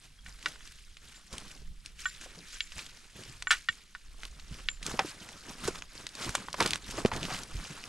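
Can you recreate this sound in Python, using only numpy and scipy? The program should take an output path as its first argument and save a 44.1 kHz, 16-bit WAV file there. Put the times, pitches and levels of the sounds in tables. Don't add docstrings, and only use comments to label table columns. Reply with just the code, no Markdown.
import sys
import numpy as np
from scipy import signal
from scipy.fft import rfft, irfft, next_fast_len
from scipy.io import wavfile
from scipy.ndimage import uniform_filter1d

SR = 44100
rng = np.random.default_rng(int(sys.argv[2]) if len(sys.argv) > 2 else 0)


def to_linear_factor(level_db):
    exponent = np.asarray(level_db, float) / 20
    return 10 ** exponent


def int16_out(signal):
    q = np.round(np.clip(np.atleast_2d(signal).T, -1, 1) * 32767)
    wavfile.write(sys.argv[1], SR, q.astype(np.int16))


N = 347508

# t/s of full weight, leaf level/dB, soil level/dB,
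# time/s to build the last 10 dB, time/s to settle by 10 dB (times below 0.005 s act as 0.005 s)
FOOTFALLS = [(.04, -54.5, -64, .03, 0.05), (.175, -60.5, -68, -0.5, -0.1), (.27, -51, -58.5, .02, 0.13),
             (.47, -46, -50.5, 0.05, 0.0835), (.65, -54, -72, .15, 0.3), (1.04, -54, -62, 0.03, 0.2),
             (1.16, -58.5, -65.5, 0, .15), (1.335, -47, -48, .02, 0.12), (1.498, -49.5, -58.5, 0.08, .09),
             (1.851, -53, -61, -0.06, 0.06), (1.995, -46, -70, .02, 0.27), (2.225, -51, -52.5, 0.04, 0.14),
             (2.39, -50, -55, -0.1, -0.13), (2.545, -46, -80, 0.13, 0.16), (2.783, -43.5, -51, 0.03, 0.09),
             (2.96, -56, -64, 0.07, 0.36), (3.188, -49.5, -54, 0.04, 0.22), (3.31, -54.5, -63, 0.03, 0.19),
             (3.515, -37.5, -66, .01, .065), (3.708, -52.5, -60.5, -0.16, 0.13),
             (4.247, -52, -54, 0.07, 0.04), (4.44, -57.5, -61.5, 0.4, 0.6), (4.54, -51, -54.5, .05, 0.2),
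             (4.875, -40.5, -39, 0.0336, 0.17), (5.058, -42, -51.5, 0.0056, 0.07),
             (5.22, -50.5, -52, 0.05, 0.5), (5.501, -48, -45.5, 0.04, 0.07),
             (5.678, -38, -37, 0.0634, 0.03), (5.769, -48, -47.5, 0.11, 0.05),
             (5.98, -45.5, -48.5, .06, 0.08), (6.231, -37, -39.5, 0.0623, 0.11),
             (6.37, -45, -44, 0.04, 0.1), (6.61, -34, -31, 0.0229, 0.07), (6.68, -40.5, -41, .04, 0.05),
             (6.75, -44, -42, 0.17, .025), (6.91, -42, -45, 0.07, 0.04), (6.988, -40, -37, 0.05, 0.05),
             (7.064, -41, -34.5, -0.04, 0.03), (7.132, -42.5, -34.5, -0.01, 0.1),
             (7.24, -45, -42, 0.07, 0.11), (7.321, -39.5, -36.5, 0.04, 0.0453),
             (7.36, -43, -42, 0.09, 0.08), (7.65, -46, -47, 0.22, 0.43)]


def tread(column, rest_db):
    t = np.arange(0, N + 128, 64) / SR
    power = to_linear_factor(rest_db) ** 2
    for row in FOOTFALLS:
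        s, build, settle = row[0], max(row[3], .005), max(row[4], .005)
        tens_below = np.where(t < s, (s - t) / build, (t - s) / settle)
        power = power + to_linear_factor(row[column] - 10 * tens_below) ** 2
    return np.interp(np.arange(N) / SR, t, np.sqrt(power))


# f/Hz, relative level/dB per Hz
LEAF_SPECTRUM = [(410, -9.5), (700, -20.5), (852, -19.5), (1520, -0.5), (1970, -1), (2590, -0.5),
                 (5470, -2.5), (8530, -7), (9990, -8.5), (14000, -28), (16000, -50)]


def leaves():
    rest_db = -66
    rustle = to_linear_factor(-3.0) * hiss(LEAF_SPECTRUM, 2.0, 1.13, size=256)
    crackle = to_linear_factor(-3.5) * grains(LEAF_SPECTRUM, 708, 13920, 1500, 3.16, 4.9)
    return tread(1, rest_db) * (rustle + crackle)


# f/Hz, relative level/dB per Hz
SOIL_SPECTRUM = [(40, -3), (70, -2.5), (200, -1.5), (400, -7), (800, -10.5), (1300, -5.5), (2000, -17.5),
                 (4000, -58)]


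def soil():
    rest_db = -74.5
    slide = to_linear_factor(-3.5) * hiss(SOIL_SPECTRUM, 3.35, 3.6)
    clods = to_linear_factor(-6.5) * grains(SOIL_SPECTRUM, 82.5, 1143, 500, 2.5, 2.5, count=12)
    return tread(2, rest_db) * (slide + clods)


# t/s, peak level/dB of the
# wood, wood f/Hz, 60 dB decay time/s of the noise (held within 0.003-0.09 s), spray level/dB relative to the
TWIG_BREAKS = [(0.428, -35, 2830, 0.016, -7), (0.559, -39.5, 1560, 0.025, -17),
               (0.608, -39.5, 1870, 0.023, -20), (0.675, -37, 3730, 0.023, -5),
               (0.97, -35, 3320, 0.013, -27), (1.329, -30.5, 4540, 0.099, -15),
               (1.382, -29, 4000, 0.0082, 5.5), (1.415, -41, 3280, 0.016, -16),
               (1.861, -28.5, 4850, 0.0065, -1), (2.163, -38, 3310, 0.018, -13),
               (2.213, -39.5, 1990, 0.043, 6.5), (2.721, -31.5, 2900, 0.1, -18),
               (2.792, -26, 2540, 0.047, -24), (2.865, -32, 3360, 0.022, -19),
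               (3.237, -32, 4100, 0.012, -25), (3.424, -25.5, 2500, 0.0161, -2.5),
               (3.511, -19, 1680, 0.065, 3.5), (4.234, -27.5, 2180, 0.015, -19),
               (4.253, -27.5, 4100, 0.011, -25), (4.398, -34.5, 3550, 0.024, -21),
               (4.829, -29, 2340, 0.02, 0), (4.865, -19, 4600, 0.0097, -0.5),
               (4.993, -15, 2430, 0.014, -21), (5.29, -35, 2070, 0.009, -2.5),
               (5.677, -35, 1160, 0.038, 12), (5.757, -32, 3080, 0.019, -28),
               (5.823, -25, 2530, 0.006, -30), (6.068, -22.5, 3380, 0.013, -21.5),
               (6.091, -34.5, 5000, 0.012, -4), (6.153, -28.5, 4500, 0.012, -10),
               (6.293, -26.5, 1460, 0.014, 0), (6.352, -13, 1260, 0.025, -1),
               (6.485, -25.5, 1240, 0.015, -34), (6.53, -22.5, 4580, 0.0084, -9),
               (6.543, -22, 1110, 0.023, -13), (6.606, -9.5, 4300, 0.002, -26),
               (6.617, -30, 5400, 0.0095, -29), (6.626, -15, 3370, 0.0073, -20),
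               (6.661, -19, 2340, 0.018, 1), (6.676, -24, 4800, 0.0096, 2), (6.708, -20, 3570, 0.0031, 4),
               (6.734, -12.5, 2970, 0.013, -21), (6.758, -21, 1620, 0.0075, 0),
               (6.91, -32, 5540, 0.03, 3.5), (7.05, -21.5, 2400, 0.019, -27), (7.06, -19, 2570, 0.015, -29),
               (7.116, -30, 1100, 0.0094, -22), (7.137, -27, 3000, 0.012, -10),
               (7.164, -30, 5000, 0.011, -0.5), (7.231, -19.5, 3550, 0.0042, -29),
               (7.253, -24, 3100, 0.02, -18.5), (7.347, -24.5, 2970, 0.012, -5),
               (7.366, -30, 3310, 0.01, -17), (7.39, -31, 4500, 0.007, -5),
               (7.434, -30.5, 4670, 0.018, -0.5), (7.84, -28.5, 2520, 0.004, -29)]


def snaps():
    out, t = np.zeros(N), np.arange(4000) / SR
    noises = rng.standard_normal((len(TWIG_BREAKS), 2, 4000))
    for (s, db, hz, t60, spray_db), noise in zip(TWIG_BREAKS, noises):
        fall = to_linear_factor(-60 * t / np.clip(t60, .003, .09)) * (1 - np.exp(-t / .0004))
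        click = peaked(np.sin(2 * np.pi * hz * t) * t * np.exp(-t * hz * 2.06))
        click += 0.35 * np.roll(click, round(0.002013 * SR))
        splinters = .7 * peaked(band(noise[0] * fall, hz / 2.2, hz * 2.2))
        wood = peaked(band(click + splinters, 150, 8500))
        spray = peaked(band(noise[1] * fall, 2220, 9030, order=4))
        add(out, s - .0006, to_linear_factor(db) * (wood + to_linear_factor(spray_db) * spray))
    return out


# t/s, peak level/dB, settled f/Hz,
# 60 dB decay time/s (at least 0.01 s)
HEEL_THUDS = [(0.46, -42, 302, 0.17), (1.326, -38.5, 52, 0.06), (1.619, -43, 56.5, 0.037),
              (2.26, -41, 493, 0.06), (2.37, -43, 167, 0.19), (2.754, -40.5, 62.6, 0.11),
              (3.149, -44.5, 95, 0.089), (3.29, -50, 122, 0.08), (3.693, -42.5, 74.5, 0.078),
              (4.51, -35, 61, 0.087), (4.856, -39, 161, 0.085), (4.883, -32, 192, 0.04),
              (4.939, -29, 144, 0.038), (4.991, -15.5, 762, 0.071), (5.046, -29.5, 284, 0.046),
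              (5.211, -40.5, 174, 0.064), (5.681, -19.5, 348, 0.029), (6.261, -31.5, 140, 0.13),
              (6.29, -29, 51, 0.024), (6.602, -15, 908, 0.077), (6.658, -23.5, 314, 0.024),
              (6.981, -26, 318, 0.063), (7.05, -9, 199, 0.023), (7.115, -22, 833, 0.056),
              (7.247, -30.5, 162, 0.04), (7.303, -28, 700, 0.075), (7.542, -32.5, 59.6, 0.057),
              (7.7, -37.5, 154, 0.096)]


def thuds():
    out, t = np.zeros(N), np.arange(9000) / SR
    for (s, db, hz, t60), noise in zip(HEEL_THUDS, rng.standard_normal((len(HEEL_THUDS), 9000))):
        swing = np.sin(2 * np.pi * hz * (t + 0.0016 * (1 - np.exp(-t / 0.0033))))
        puff = evened(band(noise, hz / 2, hz * 2.5))
        rise = 1 - np.exp(-t * hz / 0.62)
        thud = (swing + 0.76 * puff) * rise * to_linear_factor(-60 * t / max(t60, .01))
        add(out, s, to_linear_factor(db) * peaked(thud))
    return out


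def ring(modes, t, grip, phases):
    out = np.zeros(len(t))
    for (hz, db, t60), phase in zip(modes, phases):
        out += to_linear_factor(db - 60 * t / (t60 * grip)) * np.sin(2 * np.pi * (hz * t + phase))
    return out


# t/s, shaft peak level/dB, ring-time factor set by the grip (at least 0.1),
# tip ring level/dB relative to the shaft, rattle time constant/s (at least 0.0001 s), contact f/Hz
POLE_KNOCKS = [(.262, -33.5, 0.87, -29, 0.0031, 1750), (.459, -14.5, 0.32, -42, 0.0053, 2070),
               (1.146, -47, 1, -7, 0.0022, 1900), (2.056, -19, 1.08, -17, 0.0029, 1780),
               (2.606, -13.5, 0.61, -29, 0.000067, 3050), (3.471, -17, 0.75, -19, 0.00056, 1760),
               (3.507, -9.5, 0.36, -33, 0.016, 1930), (3.687, -13, 0.78, -34, 0.0044, 2040),
               (3.95, -28, 0.29, -49, 0.0069, 1870), (4.687, -9.5, 0.36, -26.5, 0.00015, 2780)]
# f/Hz, level/dB before contact weighting, 60 dB decay time/s before the grip
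SHAFT_MODES = [(880, -8, .05), (1165, -7, .06), (1495, -1, .055), (1855, -1, .04), (2280, -3, .025),
               (2830, -1, .028), (3350, -1, .025), (3870, -2, .02), (4550, -4, .02), (5500, -5, .015)]
# f/Hz, relative level/dB, 60 dB decay time/s
TIP_MODES = [(7140, -8, .2), (7182, -5, .16), (7210, -3, .19), (7273, -1.5, .17), (7345, -6, .15),
             (7420, -12, .1)]


def pole():
    out, t = np.zeros(N), np.arange(14000) / SR
    draws = rng.standard_normal((len(POLE_KNOCKS), 3020))
    for (s, db, grip, tip_db, rattle, contact_hz), draw in zip(POLE_KNOCKS, draws):
        blows = 0.37 * draw[20:] * np.exp(-t[:3000] / max(rattle, .0001))
        blows[:9] += signal.windows.hann(9)
        modes = [(hz, mode_db - 11 * np.log2(hz / contact_hz) ** 2, t60)
                 for hz, mode_db, t60 in SHAFT_MODES]
        shaft = signal.fftconvolve(ring(modes, t, max(grip, .1), 0 * draw), blows)[:len(t)]
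        shaft = peaked(band(shaft, 0.69 * contact_hz, 9600, order=3))
        tip = peaked(ring(TIP_MODES, t, 1, draw) * (1 - np.exp(-t / .005)))
        add(out, s, to_linear_factor(db) * (shaft + to_linear_factor(tip_db) * tip))
    return out


def bush(x):
    t = np.arange(12000) / SR
    echoes = rng.standard_normal((3, len(t))) * (rng.random((3, len(t))) < .1)
    shared, left, right = echoes
    tail = np.array([shared + .9 * left, shared + .9 * right])
    tail *= to_linear_factor(-60 * t / 0.055) * (t > .002)
    tail = band(tail, 630, 12000)
    return signal.fftconvolve(x[None], tail / np.linalg.norm(tail[0]), axes=1)[:, :N]


# t/s, peak level/dB, f/Hz, length/s
BIRD_PEEPS = [(0.182, -55.5, 3270, 0.022), (0.226, -63, 3270, 0.015), (0.904, -64, 3300, 0.022),
              (5.788, -57, 6750, 0.018), (5.83, -58, 6720, 0.022), (5.89, -59, 6720, 0.02)]


def bird():
    out = np.zeros(N)
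    for s, db, hz, length in BIRD_PEEPS:
        t = np.arange(0, length, 1 / SR)
        add(out, s, to_linear_factor(db) * np.sin(2 * np.pi * hz * t) * np.sin(np.pi * t / length))
    return out


# t/s, rumble level/dB
BREEZE_LEVEL = [(0.0, -53.5), (1.56, -53.5), (1.71, -37.5), (1.76, -49.5), (3.22, -57.5), (3.31, -47.5),
                (3.82, -58.5), (4.96, -46.5), (5.02, -63), (5.75, -48), (6.19, -61), (6.3, -46),
                (6.34, -60), (7.16, -46.5), (7.48, -55), (7.57, -30.5), (7.66, -56), (7.88, -53)]
# f/Hz, relative level/dB per Hz
RUMBLE_SPECTRUM = [(15, 2), (30, 3), (60, -7), (90, -20.5), (200, -24.5), (400, -62)]
# f/Hz, relative level/dB per Hz
BUFFET_SPECTRUM = [(30, -5), (70, 3), (150, -1), (280, -33), (600, -100)]


def breeze():
    buffet_db, gust_db = -47.5, -38.5
    slope = 1.6
    breeze_db = curve(BREEZE_LEVEL, 1)
    rumble = to_linear_factor(breeze_db) * hiss(RUMBLE_SPECTRUM, 2.33, 0.49, size=4096)
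    buffet_gain = to_linear_factor(buffet_db + slope * (breeze_db - gust_db))
    return rumble + buffet_gain * hiss(BUFFET_SPECTRUM, 4, 4.4, size=1024)


# f/Hz, relative level/dB per Hz
AIR_SPECTRUM = [(59, -60), (100, -19), (185, 6.5), (801, -31), (1680, -13), (3400, -2), (7290, -10),
                (10000, -8.5), (14100, -25.5), (16000, -48)]


def air():
    return to_linear_factor(-67.5) * hiss(AIR_SPECTRUM, 0.5, 0.39)


# f/Hz, correlation (1 = identical)
PORT_LIKENESS = [(30, .93), (100, .975), (500, .97), (3000, .88), (9000, .8), (13000, .2)]


def hiss(spectrum, patchy_db, flicker_db, size=512):
    frames, hz = 4 * N // size + 5, np.fft.rfftfreq(size, 1 / SR)
    a, b, c, d, patches = rng.standard_normal((frames, len(hz), 5)).T
    patches = uniform_filter1d(patches, size=8, axis=0)
    patches = evened(uniform_filter1d(patches, size=12, axis=1))
    flicker = evened(uniform_filter1d(rng.standard_normal(frames), size=4))
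    same = np.clip(read(PORT_LIKENESS, hz), -1, 1)[:, None]
    left, other = a + 1j * b, c + 1j * d
    z = np.array([left, same * left + np.sqrt(1 - same ** 2) * other])
    z *= to_linear_factor(read(spectrum, hz)[:, None] + patchy_db * patches + flicker_db * flicker)
    return evened(signal.istft(z, nperseg=size, noverlap=3 * size // 4)[1][:, :N])


def grains(spectrum, lo_hz, hi_hz, per_s, spread_db, cycles, count=24):
    port_lag_s = .000016
    out, t = np.zeros((2, N)), np.arange(1500) / SR
    clumps = to_linear_factor(6.0 * evened(uniform_filter1d(rng.standard_normal(N), size=500)))
    for hz in np.geomspace(lo_hz, hi_hz, count):
        hits = rng.random(N) < per_s * clumps / count / SR
        train = hits * to_linear_factor(spread_db * np.minimum(rng.exponential(1, N), 5))
        train = train * rng.choice([-1, 1], N)
        lag = port_lag_s * rng.standard_normal()
        u = np.maximum(t - .0001 + np.array([[lag / 2], [-lag / 2]]), 0)
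        grain = np.sin(2 * np.pi * hz * u) * u * hz * np.exp(-u * hz * 4 / cycles)
        grain *= to_linear_factor(read(spectrum, hz)) * np.sqrt(hz) / np.linalg.norm(grain[0])
        pan_db = 1.8 * rng.standard_normal()
        out += sides(pan_db)[:, None] * signal.oaconvolve(train[None], grain, axes=1)[:, :N]
    return evened(out)


def evened(x):
    return x / np.sqrt(np.mean(x ** 2) + 1e-20)


def peaked(x):
    return x / abs(x).max()


def band(x, lo_hz, hi_hz, order=2):
    edges = [lo_hz, min(hi_hz, SR / 4)]
    return signal.sosfilt(signal.butter(order, edges, "band", fs=SR, output="sos"), x)


def read(points, hz):
    f, value = np.transpose(points)
    return np.interp(np.log(hz + 1), np.log(f + 1), value)


def curve(rows, column):
    rows = np.array(rows)
    return np.interp(np.arange(N) / SR, rows[:, 0], rows[:, column])


def sides(pan_db):
    return to_linear_factor(np.array([pan_db / 2, -pan_db / 2]))


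def add(mix, s, sound):
    part = mix[round(s * SR):][:len(sound)]
    part += sound[:len(part)]


def scene():
    sharp = snaps() + pole() + bird()
    scattered = to_linear_factor(-19.0) * bush(sharp)
    return leaves() + soil() + sharp + thuds() + scattered + breeze() + air()


def roll_off(x):
    return signal.sosfilt(signal.butter(12, 16480, fs=SR, output="sos"), x)


# f/Hz, phase/rad
PORT_LEAD = [(100, 0), (500, -.1), (1200, -.28), (2760, -.6), (5340, -.35), (11600, -.1)]
# f/Hz, level/dB
PORT_BALANCE = [(25, -3), (90, -1.3), (700, -.8), (2000, -1), (5000, -.2), (9000, 1.4), (14000, 4.5)]


def record(dry):
    size = next_fast_len(N + 64)
    hz = np.fft.rfftfreq(size, 1 / SR)
    half = to_linear_factor(read(PORT_BALANCE, hz) / 2) * np.exp(.5j * read(PORT_LEAD, hz))
    top = 1 / np.sqrt(1 + (hz / 14800) ** 24)
    ports = irfft(rfft(dry, size) * top * np.array([half, 1 / half]), size)[:, :N]
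    return roll_off(ports)


dry = scene()
out = record(dry)
int16_out(out)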